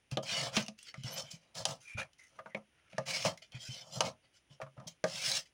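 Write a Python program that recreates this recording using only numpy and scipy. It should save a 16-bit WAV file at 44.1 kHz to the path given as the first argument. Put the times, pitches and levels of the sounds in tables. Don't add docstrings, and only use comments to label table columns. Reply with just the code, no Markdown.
import sys
import numpy as np
from scipy import signal
from scipy.fft import rfft, irfft, next_fast_len
from scipy.io import wavfile
from scipy.ndimage import map_coordinates

SR = 44100
rng = np.random.default_rng(int(sys.argv[2]) if len(sys.argv) > 2 else 0)


def waveform_to_disk(signal):
    frames = np.transpose(np.atleast_2d(signal))
    scaled = np.clip(frames, -1, 1) * 32767
    samples = np.round(scaled).astype(np.int16)
    wavfile.write(sys.argv[1], SR, samples)


N = 243873

# pitch_hz [Hz], level_db [dB, before random scatter], t60_s [s]
BOARD_MODES = [(134, -4, .17), (173, -2, .15), (211, 0, .16), (245, -9, .1)]
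# freq_hz [Hz], level_db [dB per Hz]
EDGE_COLOUR = [(300, -36.5), (1000, -0.5), (2500, -0.5), (6000, 0), (8000, -15.5), (9700, -9),
               (12500, -30.5), (15500, -23)]


def amp(db):
    return 10 ** (np.asarray(db) / 20)


def unit(x):
    return x / np.sqrt(np.mean(x ** 2) + 1e-20)


def struck(x):
    return x / np.sqrt(np.mean(x[:SR // 50] ** 2) + 1e-20)


def along(points, hz):
    f, v = np.transpose(points)
    return np.interp(np.log(hz + 1), np.log(f + 1), v)


def filtered(x, response):
    m = next_fast_len(len(x) + 8192)
    spectrum = rfft(x, m) * response(np.fft.rfftfreq(m, 1 / SR))
    return irfft(spectrum, m)[:len(x)]


def resonance(f, hz, q):
    return 1j * f * hz / q / (hz * hz - f * f + 1j * f * hz / q)


def wobble(n, rate):
    knots = rng.standard_normal(n // 20 + 8)
    return map_coordinates(knots, [np.arange(n) * rate / SR], mode="wrap")


def add(track, s, sound):
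    part = track[max(round(s * SR), 0):][:len(sound)]
    part += sound[:len(part)]


def ring(modes, t, scatter_db):
    out = 0
    for hz, db, t60 in modes:
        sign = rng.choice([-1, 1])
        decay = amp(db + scatter_db * rng.normal() - 60 * t / t60)
        out = out + sign * decay * np.sin(2 * np.pi * hz * t)
    return out


def burst(t, t60, tail_db, rise_s):
    decay = amp(-60 * t / t60) + amp(tail_db - 60 * t / 0.12)
    return rng.standard_normal(len(t)) * decay * (1 - np.exp(-t / rise_s))


def envelope(t, rise_s, length_s, swell_db, release_db_per_s):
    attack = np.minimum(t / max(rise_s, 1 / SR), 1) ** 1.21
    travelled = np.minimum(t / length_s, 1)
    release_db = release_db_per_s * np.maximum(t - length_s, 0)
    return attack * amp(swell_db * (travelled - .5) - release_db)


def stick_slip(hz, width_hz):
    slips = [filtered(rng.standard_normal(len(hz)), lambda f: 1 / (1 + (f / width_hz) ** 2)) for _ in range(2)]
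    phase = 2 * np.pi * np.cumsum(hz) / SR
    return unit(slips[0] * np.cos(phase) + slips[1] * np.sin(phase))


def fibres(n, snags_per_s, snag_share, rough_db):
    snags = (rng.random(n) < snags_per_s / SR) * rng.standard_normal(n)
    flutter_db = .9 * wobble(n, 40)
    chatter_db = rough_db * wobble(n, 220)
    slips = rng.standard_normal(n) + snag_share * unit(snags)
    return unit(slips * amp(chatter_db + flutter_db))


def patchy(x, depth_db):
    width_hz, life_s = 140, .055
    hz, t, z = signal.stft(x, SR, nperseg=512)
    place = np.meshgrid(hz / width_hz, t / life_s, indexing="ij")
    field = map_coordinates(rng.standard_normal((160, 12)), place, mode="wrap")
    blur = 1 / (1 + (hz[:, None] / 11000) ** 4)
    return signal.istft(z * amp(depth_db * blur * field), SR, nperseg=512)[1][:len(x)]


def stroke(row, colour, release_db_per_s, snags_per_s, snag_share, rough_db, patchy_db):
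    # freq_hz [Hz], level_db [dB per Hz]
    drag_colour = [(41, -41.5), (70, -13), (113, -0.5), (160, 6), (213, -4), (383, -19.5), (463, -11),
                   (523, 2), (650, 1), (819, -5), (938, -4.5), (1130, -8), (1350, -6), (1450, -25),
                   (1800, -15.5), (2340, -74.5), (3960, -120)]
    # pitch_hz [Hz], q [ratio], gain [ratio]
    drag_modes = [(535, 22, 0.3), (693, 39, 1), (890, 27, 0.24)]
    _, rise_s, length_s, hiss_db, swell_db, drag_db, bright_db = row
    t = np.arange(SR // 2) / SR

    hiss = filtered(fibres(len(t), snags_per_s, snag_share, rough_db), lambda f: amp(along(colour, f)))
    pressure_db = 1.07 * wobble(len(t), 22)
    hiss = unit(patchy(hiss, patchy_db) * amp(pressure_db))
    dull = filtered(hiss, lambda f: 1 / (1 + (f / 4000) ** 4))
    hiss = dull * amp(-bright_db / 2) + (hiss - dull) * amp(bright_db / 2)

    def wood(f):
        modes = sum(gain * resonance(f, hz, q) for hz, q, gain in drag_modes)
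        return amp(along(drag_colour, f)) * (1 + modes)

    drag = unit(filtered(fibres(len(t), 270, snag_share, rough_db), wood))
    hiss_shape = envelope(t, rise_s, length_s, swell_db, release_db_per_s)
    drag_shape = envelope(t, rise_s, length_s, swell_db=0, release_db_per_s=387)
    return amp(hiss_db) * hiss * hiss_shape + amp(drag_db) * drag * drag_shape


def hush():
    # freq_hz [Hz], level_db [dB per Hz]
    hush_colour = [(25, -2), (70, 6.5), (170, 1), (330, -1), (600, -5.5), (1100, -9), (2000, -4.5),
                   (3000, -3.5), (4200, -16), (6000, -11.5), (8200, -25.5), (9600, -8), (12000, -39),
                   (15500, -25)]
    return amp(-74.5) * unit(filtered(rng.standard_normal(N), lambda f: amp(along(hush_colour, f))))


def brushes():
    # [dB, treble over middle]
    brush_rows = [(0.107, 0.013, 0.023, -51, -2, -51.5, -2), (0.225, .008, 0.0053, -53.5, -1, -45.5, 29),
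                  (0.777, 0.005, 0.086, -61, 2, -89, 4), (0.855, 0.017, 0.034, -53, 3, -79, -3.5),
                  (0.945, 0.0099, 0.1, -63, 1, -87, -5), (1.029, 0.043, 0.13, -46, -7.5, -53, 0.5),
                  (1.15, 0.025, 0.058, -41.5, -4.5, -48.5, 5.5), (1.224, .02, 0.14, -59, -2, -70, 1),
                  (1.3, 0.018, 0.017, -48.5, 2.5, -71, 18.5), (1.391, 0.035, 0.16, -76.5, -25, -75.5, -3),
                  (3.418, 0.0047, 0.0054, -49, 4, -89, -8.5), (3.512, 0.017, 0.059, -61, 12, -65.5, -11),
                  (3.586, 0.032, 0.092, -48, -7, -70, 5), (3.673, 0.029, 0.14, -50.5, -1, -64.5, 5.5),
                  (3.812, 0.012, 0.092, -64, -4, -62.5, 14), (3.905, 0.061, .085, -49, -15, -48.5, 20.5),
                  (4.217, 0.027, 0.038, -73.5, 3, -75, -12), (4.321, 0.041, 0.057, -65.5, -4, -87, 4),
                  (4.494, 0.011, 0.039, -67, 9, -71, -4), (4.601, 0.016, 0.021, -63, 8, -60, 4.5),
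                  (4.765, 0.005, 0.076, -79, -6.5, -60.5, 1), (4.868, 0.0084, 0.0067, -50.5, 4, -55.5, 19),
                  (4.903, 0.016, 0.0073, -61.5, -1, -75, 4.5), (5.447, 0.015, 0.012, -64.5, 8.5, -94, 4)]
    # freq_hz [Hz], level_db [dB per Hz]
    finger_colour = [(590, -18.5), (1120, -45), (1400, -7.5), (1770, -14), (2080, -3), (2740, -8),
                     (3050, 3.5), (3540, -8.5), (5310, -3), (8260, -17), (12500, -29), (13600, -60),
                     (15100, -20), (16000, -43.5)]
    out = np.zeros(N)
    for row in brush_rows:
        add(out, row[0], stroke(row, finger_colour, release_db_per_s=489, snags_per_s=1100,
                                snag_share=0.23, rough_db=1.67, patchy_db=6.5))
    return out


def flicks():
    # start_s [s], level_db [dB], pitch_hz [Hz]
    flick_rows = [(0.1133, -50, 2730), (0.237, -56, 6400), (0.625, -49.5, 6200), (0.663, -54, 2790),
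                  (0.788, -58.5, 2720), (0.828, -57.5, 8600), (1.035, -51.5, 3130), (1.2216, -52, 5300),
                  (1.313, -84, 5100), (1.5517, -52, 3100), (2.132, -69.5, 3050), (3.3743, -56.5, 2100),
                  (3.52, -62, 3100), (3.5515, -64, 2380), (4.878, -50, 6350), (5.3153, -35.5, 4100)]
    out, t = np.zeros(N), np.arange(SR // 6) / SR
    for s, db, hz in flick_rows:
        def colour(f):
            pitched = 1 + 6.6 * resonance(f, hz, 24)
            return amp(along(EDGE_COLOUR, f)) * pitched * resonance(f, 12.0 * hz, 0.27)

        crush = burst(t, t60=0.01, tail_db=-28.0, rise_s=0.0033)
        add(out, s, amp(db) * struck(filtered(crush, colour)))
    return out


def thumps():
    # start_s [s], level_db [dB], pitch_hz [Hz]
    thump_rows = [(0.122, -38, 133), (0.572, -31.5, 216), (0.611, -50.5, 196), (0.686, -46.5, 215),
                  (0.979, -46.5, 139), (1.002, -52, 133), (1.044, -41.5, 129), (1.236, -54.5, 142),
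                  (1.336, -51, 159.7), (1.603, -51, 112.6), (1.949, -42, 93), (2.944, -55, 186),
                  (3.261, -41, 185), (3.545, -45, 126.5), (3.689, -44.5, 127), (3.97, -44, 130),
                  (4.066, -47.5, 229.5), (4.506, -58.5, 142), (4.628, -50.5, 136), (4.779, -50, 137),
                  (4.863, -51.5, 165)]
    out, t = np.zeros(N), np.arange(SR // 3) / SR
    for s, db, hz in thump_rows:
        spot = struck(np.sin(2 * np.pi * hz * t) * amp(-60 * t / .11))
        swing = spot + 0.23 * struck(ring(BOARD_MODES, t, scatter_db=-3.5))
        add(out, s, amp(db) * struck(swing * (1 - np.exp(-t / 0.0018))))
    return out


def table_knock(t, knock_hz):
    # [s, before the cycle limit]
    top_modes = [(305, -23, 0.16), (420, -9, 0.1), (537.2, -1, 0.14), (603.3, -2.5, 0.079),
                 (641.7, 1.5, 0.11), (728, -11.5, 0.062), (750, -2, 0.059), (910, -15, 0.045),
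                 (1150, -17, 0.053), (1216.5, -2, 0.18), (1660, -9.5, 0.046), (2074, -15, .08)]
    wood_cycles = 125
    spot = struck(np.sin(2 * np.pi * knock_hz * t) * amp(-60 * t / 0.055))
    driven = []
    for hz, db, t60 in top_modes:
        drive_db = db - 4 * abs(np.log2(hz / knock_hz))
        driven.append((hz, drive_db, min(t60, wood_cycles / hz)))
    top = struck(ring(driven, t, scatter_db=1.4))
    rattle_noise = rng.standard_normal(len(t)) * amp(-60 * t / 0.075)
    rattle = struck(filtered(rattle_noise, lambda f: resonance(f, knock_hz, 1.16) ** 2))
    return struck((1.1 * spot + top + 0.89 * rattle) * (1 - np.exp(-t / 0.00059)))


def card_slap(t, slap_hz):
    def flex(f):
        return resonance(f, 0.91 * slap_hz, 0.8) ** 2 * (1 + 11.0 * resonance(f, slap_hz, 7.3))

    return struck(filtered(burst(t, t60=0.017, tail_db=-20.5, rise_s=0.00036), flex))


def edge_crack(t):
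    edge = lambda f: amp(along(EDGE_COLOUR, f)) * resonance(f, 6500, 0.91) ** 2
    return struck(filtered(burst(t, t60=0.013, tail_db=-25.5, rise_s=0.0013), edge))


def taps():
    # start_s [s], knock_db [dB], knock_hz [Hz], slap_db [dB], slap_hz [Hz],
    # crack_db [dB], thud_db [dB]
    tap_rows = [(0.171, -33.5, 555, -39, 3180, -51, -42), (0.566, -36.5, 665, -34.5, 3030, -37, -68),
                (0.682, -52, 666, -50.5, 2670, -47.5, -73), (0.941, -54, 1330, -51.5, 2100, -62, -66),
                (1.653, -39.5, 794, -39, 3130, -33, -64), (2.389, -47.5, 1234, -59, 1760, -86.5, -77),
                (2.459, -50.5, 923, -54, 1550, -89, -62), (2.547, -41, 555, -41, 2213, -72.5, -46.5),
                (2.93, -58.5, 598, -60.5, 2470, -75, -62), (2.981, -34.5, 597, -43.5, 1860, -48, -42.5),
                (3.249, -29.5, 568, -48, 1560, -41, -47), (4.006, -31, 918, -35, 2910, -32.5, -73.5),
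                (4.601, -47.5, 614, -77, 1600, -92, -84), (4.615, -45, 1224, -56, 2450, -65.5, -67),
                (4.664, -56.5, 1094, -86, 1610, -90, -63), (4.776, -59, 1280, -84, 1530, -93, -59),
                (4.799, -57.5, 1243, -79, 1560, -71.5, -58), (5.04, -30, 595, -38.5, 1620, -42.5, -40)]
    out, t = np.zeros(N), np.arange(SR // 3) / SR
    for s, knock_db, knock_hz, slap_db, slap_hz, crack_db, thud_db in tap_rows:
        thud = struck(ring(BOARD_MODES, t, scatter_db=4.5) * (1 - np.exp(-t / 0.0022)))
        add(out, s, amp(knock_db) * table_knock(t, knock_hz) + amp(slap_db) * card_slap(t, slap_hz)
            + amp(crack_db) * edge_crack(t) + amp(thud_db) * thud)
    return out


def pad_wipes():
    # [dB, treble over middle]
    wipe_rows = [(0.231, 0.11, 0.25, -37.5, -8, -45, -1.5), (0.512, 0.024, 0.057, -43, 15.5, -48, 0),
                 (0.568, .003, 0.01, -31, -5.5, -41, -7), (0.585, 0.012, 0.027, -44, -2.5, -45.5, 2),
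                 (1.542, 0.03, 0.072, -46, -2.5, -49, 7), (1.659, 0.03, 0.064, -44.5, -4.5, -45, 10.5),
                 (3.053, 0.034, 0.12, -38, 0, -48, 3), (3.16, 0.041, .086, -44, 4.5, -51, 4.5),
                 (3.247, 0.016, 0.038, -33.5, -9, -35.5, 2), (4.006, .01, 0.072, -46, -2.5, -41, 4.5),
                 (5.044, 0.024, .22, -44, 16, -55.5, 5), (5.245, 0.034, 0.13, -35, -3, -51.5, 8.5)]
    # freq_hz [Hz], level_db [dB per Hz]
    pad_colour = [(590, -28), (1000, -15.5), (1340, -8), (1450, -9), (2330, -3), (2590, -3.5), (3120, -0.5),
                  (3710, -7), (3930, -5), (5310, -2.5), (8160, -15.5), (9720, -17), (13400, -40),
                  (15100, -22.5), (16000, -27.5)]
    out = np.zeros(N)
    for row in wipe_rows:
        add(out, row[0], stroke(row, pad_colour, release_db_per_s=453.5, snags_per_s=1300,
                                snag_share=0.37, rough_db=1.26, patchy_db=4.5))
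    return out


def squeak():
    # time_s [s], pitch_hz [Hz], level_db [dB]
    glide = [(1.105, 11500, -75), (1.123, 11600, -59), (1.141, 11920, -49.5), (1.149, 14300, -49.5),
             (1.158, 15200, -73)]
    s, hz, db = np.transpose(glide)
    t = np.arange(N) / SR
    level_db = np.interp(t, s, db, left=-np.inf, right=-np.inf)
    return amp(level_db) * stick_slip(np.interp(t, s, hz), width_hz=900)


def slides_and_rustle():
    # [dB, treble over middle]
    slide_rows = [(1.801, 0.007, 0.14, -61.5, 1, -99, 10), (1.968, 0.015, 0.045, -43.5, -1, -47, -2.5),
                  (2.18, 0.011, 0.11, -70, -3, -89, 17.5), (2.288, 0.095, 0.11, -65, -15, -69, 1),
                  (2.379, 0.01, 0.017, -78, -3, -57.5, -14), (2.434, 0.035, 0.065, -76, 0, -67.5, 1),
                  (2.55, .015, 0.027, -69, 4, -53, 6), (2.702, 0.048, .18, -81.5, 8.5, -81, -16),
                  (2.892, 0.01, 0.15, -67, -3, -78, -4)]
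    # freq_hz [Hz], level_db [dB per Hz]
    slide_colour = [(600, -29.5), (1000, -21), (1350, 2), (1700, -5.5), (2400, -1.5), (3300, -6.5),
                    (4300, -11.5), (6200, -6), (8000, -21.5), (9700, -12), (12500, -38), (15500, -29)]
    out = np.zeros(N)
    for row in slide_rows:
        add(out, row[0], stroke(row, slide_colour, release_db_per_s=564, snags_per_s=600,
                                snag_share=0.18, rough_db=3.0, patchy_db=4.5))
    return out


def rasps():
    # start_s [s], rise_s [s], length_s [s], pitch_hz [Hz, at the start], level_db [dB],
    # swell_db [dB over the length]
    rasp_rows = [(1.833, 0.067, 0.19, 2430, -53, -5), (1.973, .007, 0.03, 2424, -42.5, 8),
                 (2.188, 0.0069, 0.086, 2073, -64.5, -13), (2.485, 0.036, 0.028, 1980, -59, 4),
                 (3.065, 0.081, 0.11, 2333, -40, -11.5)]
    sag_hz_per_s, scratch_share = 650, 0.32
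    out, t = np.zeros(N), np.arange(SR // 3) / SR
    for s, rise_s, length_s, hz, db, swell_db in rasp_rows:
        pitch = hz - sag_hz_per_s * t
        scratch = stick_slip(pitch, width_hz=650)
        song = unit(stick_slip(pitch, width_hz=94) + scratch_share * scratch)
        add(out, s, amp(db) * song * envelope(t, rise_s, length_s, swell_db, release_db_per_s=548))
    return out


def room(x):
    # freq_hz [Hz], t60_s [s]
    decay_times = [(150, 0.19), (700, 0.1), (4000, 0.03), (12000, 0.031)]
    hz, t, z = signal.stft(rng.standard_normal(SR // 2), SR, nperseg=256)
    decay = amp(-60 * t / along(decay_times, hz)[:, None])
    tail = signal.istft(z * decay, SR, nperseg=256)[1]
    delayed = np.pad(x, (SR // 200, 0))
    return signal.fftconvolve(delayed, tail / np.linalg.norm(tail))[:N]


def scene():
    work = brushes() + flicks() + thumps() + taps() + pad_wipes() + squeak() + slides_and_rustle() + rasps()
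    return (work + amp(-13.5) * room(work) + hush())[None]


def record(dry):
    low_cut_hz, top_hz = 22, 16100
    low_cut = lambda f: (1j * f / (1j * f + low_cut_hz)) ** 2
    return np.array([filtered(x, lambda f: low_cut(f) * (f < top_hz)) for x in dry])


dry = scene()
out = record(dry)
waveform_to_disk(out)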